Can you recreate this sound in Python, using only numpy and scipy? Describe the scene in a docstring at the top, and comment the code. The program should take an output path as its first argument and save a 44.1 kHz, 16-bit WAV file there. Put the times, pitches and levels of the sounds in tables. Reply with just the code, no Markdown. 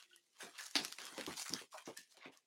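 """A large binder of posters in plastic sleeves, leafed through close to the microphone in a small room.
Faint, whisper-like tones pass in the first 0.2 s. Sleeves slide over each other in stick-slip grains,
and creases snap and tick. At 0.75 s a stiff page slaps down and rings the binder. The leafing goes on
with soft bumps against the covers, twangs, scrapes and hollow knocks, and fades at about 2.4 s."""
import sys
import numpy as np
from scipy import signal
from scipy.fft import rfft, irfft
from scipy.io import wavfile
from scipy.ndimage import uniform_filter1d, map_coordinates

SR = 44100
rng = np.random.default_rng(int(sys.argv[2]) if len(sys.argv) > 2 else 0)


def bounce(signal):
    """Save signal as a 16-bit WAV file at the path given by the first command-line argument."""
    frames = np.transpose(np.atleast_2d(signal))
    limited = np.clip(frames, -1, 1)
    pcm = np.round(limited * 32767).astype(np.int16)
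    wavfile.write(sys.argv[1], SR, pcm)


N = 108838
TIME = np.arange(N) / SR


# Strokes of the hand; flap and hiss are relative to the rubbing:
# full_speed_s, rub_db, attack_s, hold_s, release_s, flap_db, hiss_db
STROKES = [(0, -61.5, .01, 0.0043, 0.04, -9, -3.5), (0.101, -74.5, 0.018, 0.078, 0.025, -15, -2.5),
           (0.207, -89.5, 0.071, 0.28, 0.043, -5.5, 8.5), (0.362, -71, 0.023, 0.032, .02, -5.5, -5),
           (.412, -54.5, 0.014, .018, 0.052, 1.5, 0.5), (0.554, -61, 0.023, 0.02, 0.022, -3.5, -6),
           (0.584, -56, 0.0033, 0.032, 0.085, -2.5, 3.5), (0.761, -38.5, 0.0076, 0.0031, 0.037, -5.5, -5),
           (0.831, -56, 0.013, 0.014, 0.12, -4.5, 1.5), (0.985, -55, 0.0021, 0.032, 0.19, -1, 0),
           (1.184, -51, 0.022, 0.017, 0.079, -2, -6), (1.276, -55.5, .006, 0.054, 0.038, 1.5, -1),
           (1.376, -52, 0.011, 0.043, 0.029, -5, 4.5), (1.455, -60, .002, 0.041, 0.043, 4.5, 7),
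           (1.531, -53.5, 0.0088, 0.071, 0.027, -2.5, -0.5), (1.722, -67, 0.0054, .04, .018, -12, 5.5),
           (1.776, -59.5, .003, 0.0086, 0.036, 2, 0.5), (1.872, -60, 0.016, 0.012, 0.063, -1.5, -3),
           (1.973, -57, 0.0031, 0.0027, 0.038, -20, 3), (2.119, -75.5, 0.018, 0.0063, 0.023, -6, 9.5),
           (2.168, -63, 0.00045, 0.0037, .025, -22, -5.5), (2.244, -60.5, 0.053, 0.013, .028, 2, -28),
           (2.322, -71, 0.0042, 0.046, 0.029, -2, -2.5)]

def hand_strokes():
    """Each stroke speeds up, holds and slows down; returns the gains of rubbing, flapping and hiss."""
    speed_powers = (1.13, 1.47, 0.96)  # rub, flap, hiss: the hiss lasts best in a slow slide
    power = np.zeros((3, N))
    for full_speed_s, rub_db, attack_s, hold_s, release_s, flap_db, hiss_db in STROKES:
        early = np.maximum(full_speed_s - TIME, 0)
        late = np.maximum(TIME - full_speed_s - hold_s, 0)
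        speed = np.exp(-early / attack_s - (late / release_s) ** 1.07)  # steepens as the hand lets go
        for layer, offset_db in enumerate((0, flap_db, hiss_db)):
            power[layer] += (undb(rub_db + offset_db) * speed ** speed_powers[layer]) ** 2
    return np.sqrt(power)


# A sliding sleeve flaps as a whole, rubs, and hisses at its surface: frequency_hz, gain_db
FLAP_COLOUR = [(100, -43.5), (330, -14), (600, -3.5), (900, 1), (1600, 6), (2200, -0.5), (4000, -46.5),
               (9000, -53)]
RUB_COLOUR = [(500, -31), (1400, -12), (2000, -2), (3300, 1.5), (4700, -7), (6000, -11.5), (12000, -42.5)]
HISS_COLOUR = [(1500, -33.5), (4000, -4), (5300, -5), (6600, -4.5), (7800, -9.5), (10500, -10),
               (12200, -19), (15500, -22.5)]

def sliding_sleeves(rub_gain, flap_gain, hiss_gain):
    """Sleeves catch and slip; tiny folds give way and crinkle through all registers at once."""
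    crinkle = unit(grains(N, rate=330, spread_db=3))
    flap = unit(colour(unit(grains(N, rate=4400, spread_db=1.5)) + 0.77 * crinkle, FLAP_COLOUR))
    rub = unit(colour(unit(grains(N, rate=2500, spread_db=5.5)) + 1.15 * crinkle, RUB_COLOUR))
    hiss = unit(colour(unit(grains(N, rate=10000, spread_db=-1)) + 0.84 * crinkle, HISS_COLOUR))
    sheet = flex(rub * rub_gain + flap * flap_gain, depth_db=3.5, width_hz=213, hold_s=0.049)
    surface = flex(hiss * hiss_gain, depth_db=3, width_hz=280, hold_s=0.024)
    catch_db = 0.5 * walk(rate=110)
    return (sheet + surface) * undb(catch_db)


# Large creases that snap through: start_s, level_db, centre_hz
SNAPS = [(0.026, -54, 3650), (0.1617, -56, 9700), (0.5891, -48.5, 2610), (0.61, -47, 3470),
         (0.6383, -50, 7000), (0.663, -45.5, 5500), (0.667, -43.5, 5940), (0.7116, -50, 7650),
         (0.838, -50, 3870), (0.8494, -34.5, 3600), (0.8563, -44, 4360), (0.9249, -39.5, 3840),
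         (0.986, -43, 2330), (1.0184, -49.5, 5240), (1.0539, -45.5, 8500), (1.068, -44.5, 2870),
         (1.18, -41, 3000), (1.211, -40.5, 3500), (1.2653, -39, 4100), (1.309, -47, 1800),
         (1.3701, -47.5, 5600), (1.464, -45.5, 2300), (1.4941, -40.5, 6560), (1.537, -32.5, 4950),
         (1.9744, -44.5, 6440), (2.123, -61.5, 4380), (2.1701, -59.5, 4140), (2.3735, -58.5, 6130)]
# Tone of a snap from close by: frequency_hz, gain_db
SNAP_COLOUR = [(150, -21.5), (500, -9), (1200, 12.5), (3000, -0.5), (5800, 5), (7600, 1.5), (10500, 2.5),
               (12500, 4.5), (16000, -20.5)]

def crease_snaps():
    """A crease flips in one sharp pulse, shivers for a millisecond and leaves a crackle in the sheet."""
    out, t = np.zeros(N), TIME[:4096]
    shiver = 0.17 * np.exp(-t / 0.0006)
    crackle = 0.028 * np.exp(-t / 0.0097)
    for start_s, level_db, centre_hz in SNAPS:
        push = (shiver + crackle) * rng.standard_normal(len(t))
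        push[0] = 1  # the flip itself
        body = resonate(push, centre_hz, q=1.9)
        crack = centre_hz / 40000 * push  # small, high creases crack brighter
        add(out, start_s, blow(colour(body + crack, SNAP_COLOUR), level_db, seconds=0.0024))
    return flex(out, depth_db=2.5, width_hz=509, hold_s=0.028)


# The stiff page lands, edge first and then flat: start_s, level_db, settle_s
SLAPS = [(0.7545, -31, 0.0021), (0.7574, -45.5, 0.0017), (0.7627, -34.5, 0.0029), (0.7658, -35.5, 0.0017)]
# Tone of the landing page: frequency_hz, gain_db
SLAP_COLOUR = [(40, -29.5), (130, -15.5), (290, -4), (450, -7), (800, 0.5), (1100, -9.5), (1650, 1),
               (2100, -7), (3400, -0.5), (4800, 4.5), (6100, -5), (7200, -21.5), (10500, -16), (16000, -55)]
# Ringing modes of the binder: pitch_hz, relative_db, t60_s
BINDER_MODES = [(291, 4, 0.069), (1626, -15, 0.13), (2540, -19, 0.078), (3730, 2, 0.049),
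                (4450, -6.5, 0.08), (4840, 1, 0.026)]

def page_slap():
    """A volley of contacts as the page lands; the stack rattles on and the binder rings."""
    out, t = np.zeros(N), TIME[:16384]
    rattle = 0.15 * np.exp(-t / 0.042)
    for start_s, level_db, settle_s in SLAPS:
        contacts = grains(len(t), rate=5000, spread_db=0) * (np.exp(-t / settle_s) + rattle)
        add(out, start_s, blow(colour(contacts, SLAP_COLOUR), level_db, seconds=0.0098))
    ring = sum(undb(db - 60 * t / t60_s) * np.sin(2 * np.pi * hz * t) for hz, db, t60_s in BINDER_MODES)
    ring *= np.minimum(t / 0.0091, 1)
    add(out, SLAPS[0][0], blow(ring, db=-39, seconds=0.019))
    return out


# Pages and hands bumping the binder: start_s, level_db, centre_hz, settle_s
BUMPS = [(0.425, -53, 394, 0.028), (.785, -47, 324, 0.038), (0.984, -58, 420, 0.12),
         (1.123, -61.5, 287, 0.015), (1.174, -47.5, 287, 0.041), (1.274, -43, 264, 0.021),
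         (1.498, -52.5, 189, 0.021), (1.522, -45.5, 249, 0.017), (1.612, -57.5, 388, 0.011),
         (1.873, -46.5, 359, 0.016), (1.982, -70, 258, 0.014), (2.172, -66, 520, 0.0084),
         (2.254, -53.5, 384, 0.023)]
# Tone of the bumped stack: frequency_hz, gain_db
BUMP_COLOUR = [(25, -39), (65, -0.5), (110, 4), (280, 6.5), (600, 3), (1200, 8.5), (2000, -76), (4000, -15),
               (10000, -3)]

def binder_bumps():
    """Every bump is followed by a softer, deeper rebound as the stack sinks once more."""
    out = np.zeros(N)
    rebound_s, rebound_db, rebound_ratio = 0.021, -7, 0.91
    for start_s, level_db, centre_hz, settle_s in BUMPS:
        add(out, start_s, thud(level_db, centre_hz, settle_s))
        add(out, start_s + rebound_s, thud(level_db + rebound_db, centre_hz * rebound_ratio, settle_s))
    return out


def thud(db, hz, settle_s):
    """A soft push flexes the stack of pages, which flutters as it settles."""
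    t = TIME[:16384]
    swell = np.minimum(t / 0.0034, 1)  # the stack gives way before it resists
    push = grains(len(t), rate=2500, spread_db=2) * np.exp(-t / settle_s) * swell
    return blow(colour(resonate(push, hz, q=1.66), BUMP_COLOUR), db, seconds=0.016)


# Faint, whisper-like tones in the first 0.2 s; later, twangs, scrapes and hollow knocks:
# start_s, level_db, pitch_hz, decay_s, q
TONES_AND_TWANGS = [(.002, -69.5, 1464, 0.015, 9.9), (.045, -73.5, 350, 0.12, 15),
                    (0.109, -67, 1475, 0.02, 13), (0.129, -63, 3020, 0.021, 6.5),
                    (.050, -81, 1940, 0.027, 22), (.168, -74, 1914, 0.013, 27),
                    (0.399, -51.5, 1620, 0.054, 3.1), (.462, -59.5, 696, 0.011, 17),
                    (0.584, -49.5, 1730, 0.032, 4.8), (1.178, -48.5, 505, 0.017, 3.1),
                    (1.274, -53.5, 1090, 0.014, 5), (1.462, -56, 1290, 0.005, 2),
                    (1.725, -58, 1150, 0.024, 3.5), (1.740, -50, 692, .019, 4.2),
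                    (1.740, -53, 1050, 0.028, 2.3), (1.853, -56.5, 5830, 0.028, 3.3),
                    (1.885, -51, 507, 0.022, 1.6), (1.964, -54, 1764, 0.027, 10.4),
                    (2.140, -69.5, 662, 0.04, 5.2), (2.208, -59, 2100, 0.054, 3.4),
                    (2.253, -53.5, 2330, 0.019, 2.2)]

def tones_and_twangs():
    """A short stutter of grains drives one resonance: a tone when narrow, a scrape or knock when wide."""
    out, t = np.zeros(N), TIME[:16384]
    for start_s, level_db, pitch_hz, decay_s, q in TONES_AND_TWANGS:
        rise_s = 0.1 * decay_s
        envelope = np.exp(-t / decay_s) * np.minimum(t / rise_s, 1)
        stutter = grains(len(t), rate=2500, spread_db=1) * envelope
        tone = resonate(resonate(stutter, pitch_hz, q), pitch_hz, q)
        add(out, start_s, blow(tone, level_db, seconds=0.016))
    return out


def room(x, wet_db):
    """Nearby walls answer just behind the direct sound and die away in a tenth of a second."""
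    t = TIME[:16384]
    split_hz, low_t60_s, high_t60_s = 3000, 0.085, 0.096
    noise = rng.standard_normal(len(t))
    low = signal.sosfilt(signal.butter(2, split_hz, fs=SR, output="sos"), noise)
    high = signal.sosfilt(signal.butter(2, split_hz, "high", fs=SR, output="sos"), noise)
    tail = low * undb(-60 * t / low_t60_s) - high * undb(-60 * t / high_t60_s)
    tail *= np.minimum(t / 0.012, 1)
    return x + undb(wet_db) * signal.fftconvolve(x, tail / np.linalg.norm(tail))[:N]


# The still room at the microphone: frequency_hz, gain_db
QUIET_COLOUR = [(40, -22), (150, 1), (400, 6), (1000, -5.5), (3000, -2.5), (7000, -3), (16000, -19.5)]

def quiet_room():
    """A faint, steady hiss fills the room."""
    return unit(colour(rng.standard_normal(N), QUIET_COLOUR)) * undb(-86.5)


def grains(size, rate, spread_db):
    """Tiny pulses at random moments, rate a second; a wide spread makes a few much larger than the rest."""
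    happens = rng.random(size) < rate / SR
    strength = undb(spread_db * np.minimum(rng.exponential(size=size), 4))
    return happens * strength * rng.choice([-1, 1], size)


def flex(x, depth_db, width_hz, hold_s):
    """A bending sheet has many narrow resonances that come and go."""
    size = 512
    hz, s, cells = signal.stft(x, SR, nperseg=size)
    place = np.meshgrid(hz / max(width_hz, hz[1]), s / max(hold_s, s[1]), indexing="ij")
    field = unit(map_coordinates(rng.standard_normal(cells.shape), place, order=3))
    return signal.istft(cells * unit(undb(depth_db * field)), SR, nperseg=size)[1][:N]


def walk(rate):
    """Random levels held 1 / rate s and slewed; spread 1."""
    k = int(SR / rate)
    return unit(uniform_filter1d(rng.standard_normal(N)[np.arange(N) // k], k))


def colour(x, points):
    """Causal filter with a (Hz, dB) response, built from the cepstrum."""
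    hz, db = np.transpose(points)
    size = 4096
    grid = np.maximum(np.fft.rfftfreq(size, 1 / SR), 1)
    cepstrum = irfft(np.log(undb(np.interp(np.log(grid), np.log(hz), db))))
    cepstrum[1:size // 2] *= 2
    cepstrum[size // 2 + 1:] = 0
    return signal.fftconvolve(x, irfft(np.exp(rfft(cepstrum))))[:len(x)]


def resonate(x, hz, q):
    """Two-pole band-pass, gain 1 at the centre."""
    w = 2 * np.pi * min(hz, SR / 2 - 1) / SR
    a = np.sin(w) / (2 * q)
    return signal.lfilter([a, 0, -a], [1 + a, -2 * np.cos(w), 1 - a], x)


def undb(db):
    """Decibels to gain."""
    return 10 ** (np.asarray(db) / 20)


def unit(x):
    """Scale to rms 1."""
    return x / np.sqrt(np.mean(x ** 2))


def blow(x, db, seconds):
    """Scale a short sound to the energy of a level held for the given time."""
    return x * undb(db) * np.sqrt(seconds * SR / np.sum(x ** 2))


def add(out, s, x):
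    """Mix x in at time s."""
    i = max(int(s * SR), 0)
    out[i:i + len(x)] += x[:N - i]


def scene():
    """The binder close up, in mono, with a little of the walls and the room's hiss behind it."""
    background = quiet_room()
    rustle = sliding_sleeves(*hand_strokes())
    creases = crease_snaps()
    plastic = room(rustle, wet_db=-20.5) + room(creases, wet_db=-14.5)
    knocks = room(binder_bumps(), wet_db=-12.5) + room(page_slap(), wet_db=-13)
    return (plastic + knocks + tones_and_twangs() + background)[None]


def record(dry):
    """The microphone thins the deep bass and cuts the top."""
    bass_hz, top_hz = 60, 16000
    thin = signal.sosfilt(signal.butter(2, bass_hz, "high", fs=SR, output="sos"), dry)
    return signal.sosfilt(signal.ellip(8, .2, 70, top_hz, fs=SR, output="sos"), thin)


dry = scene()
out = record(dry)
bounce(out)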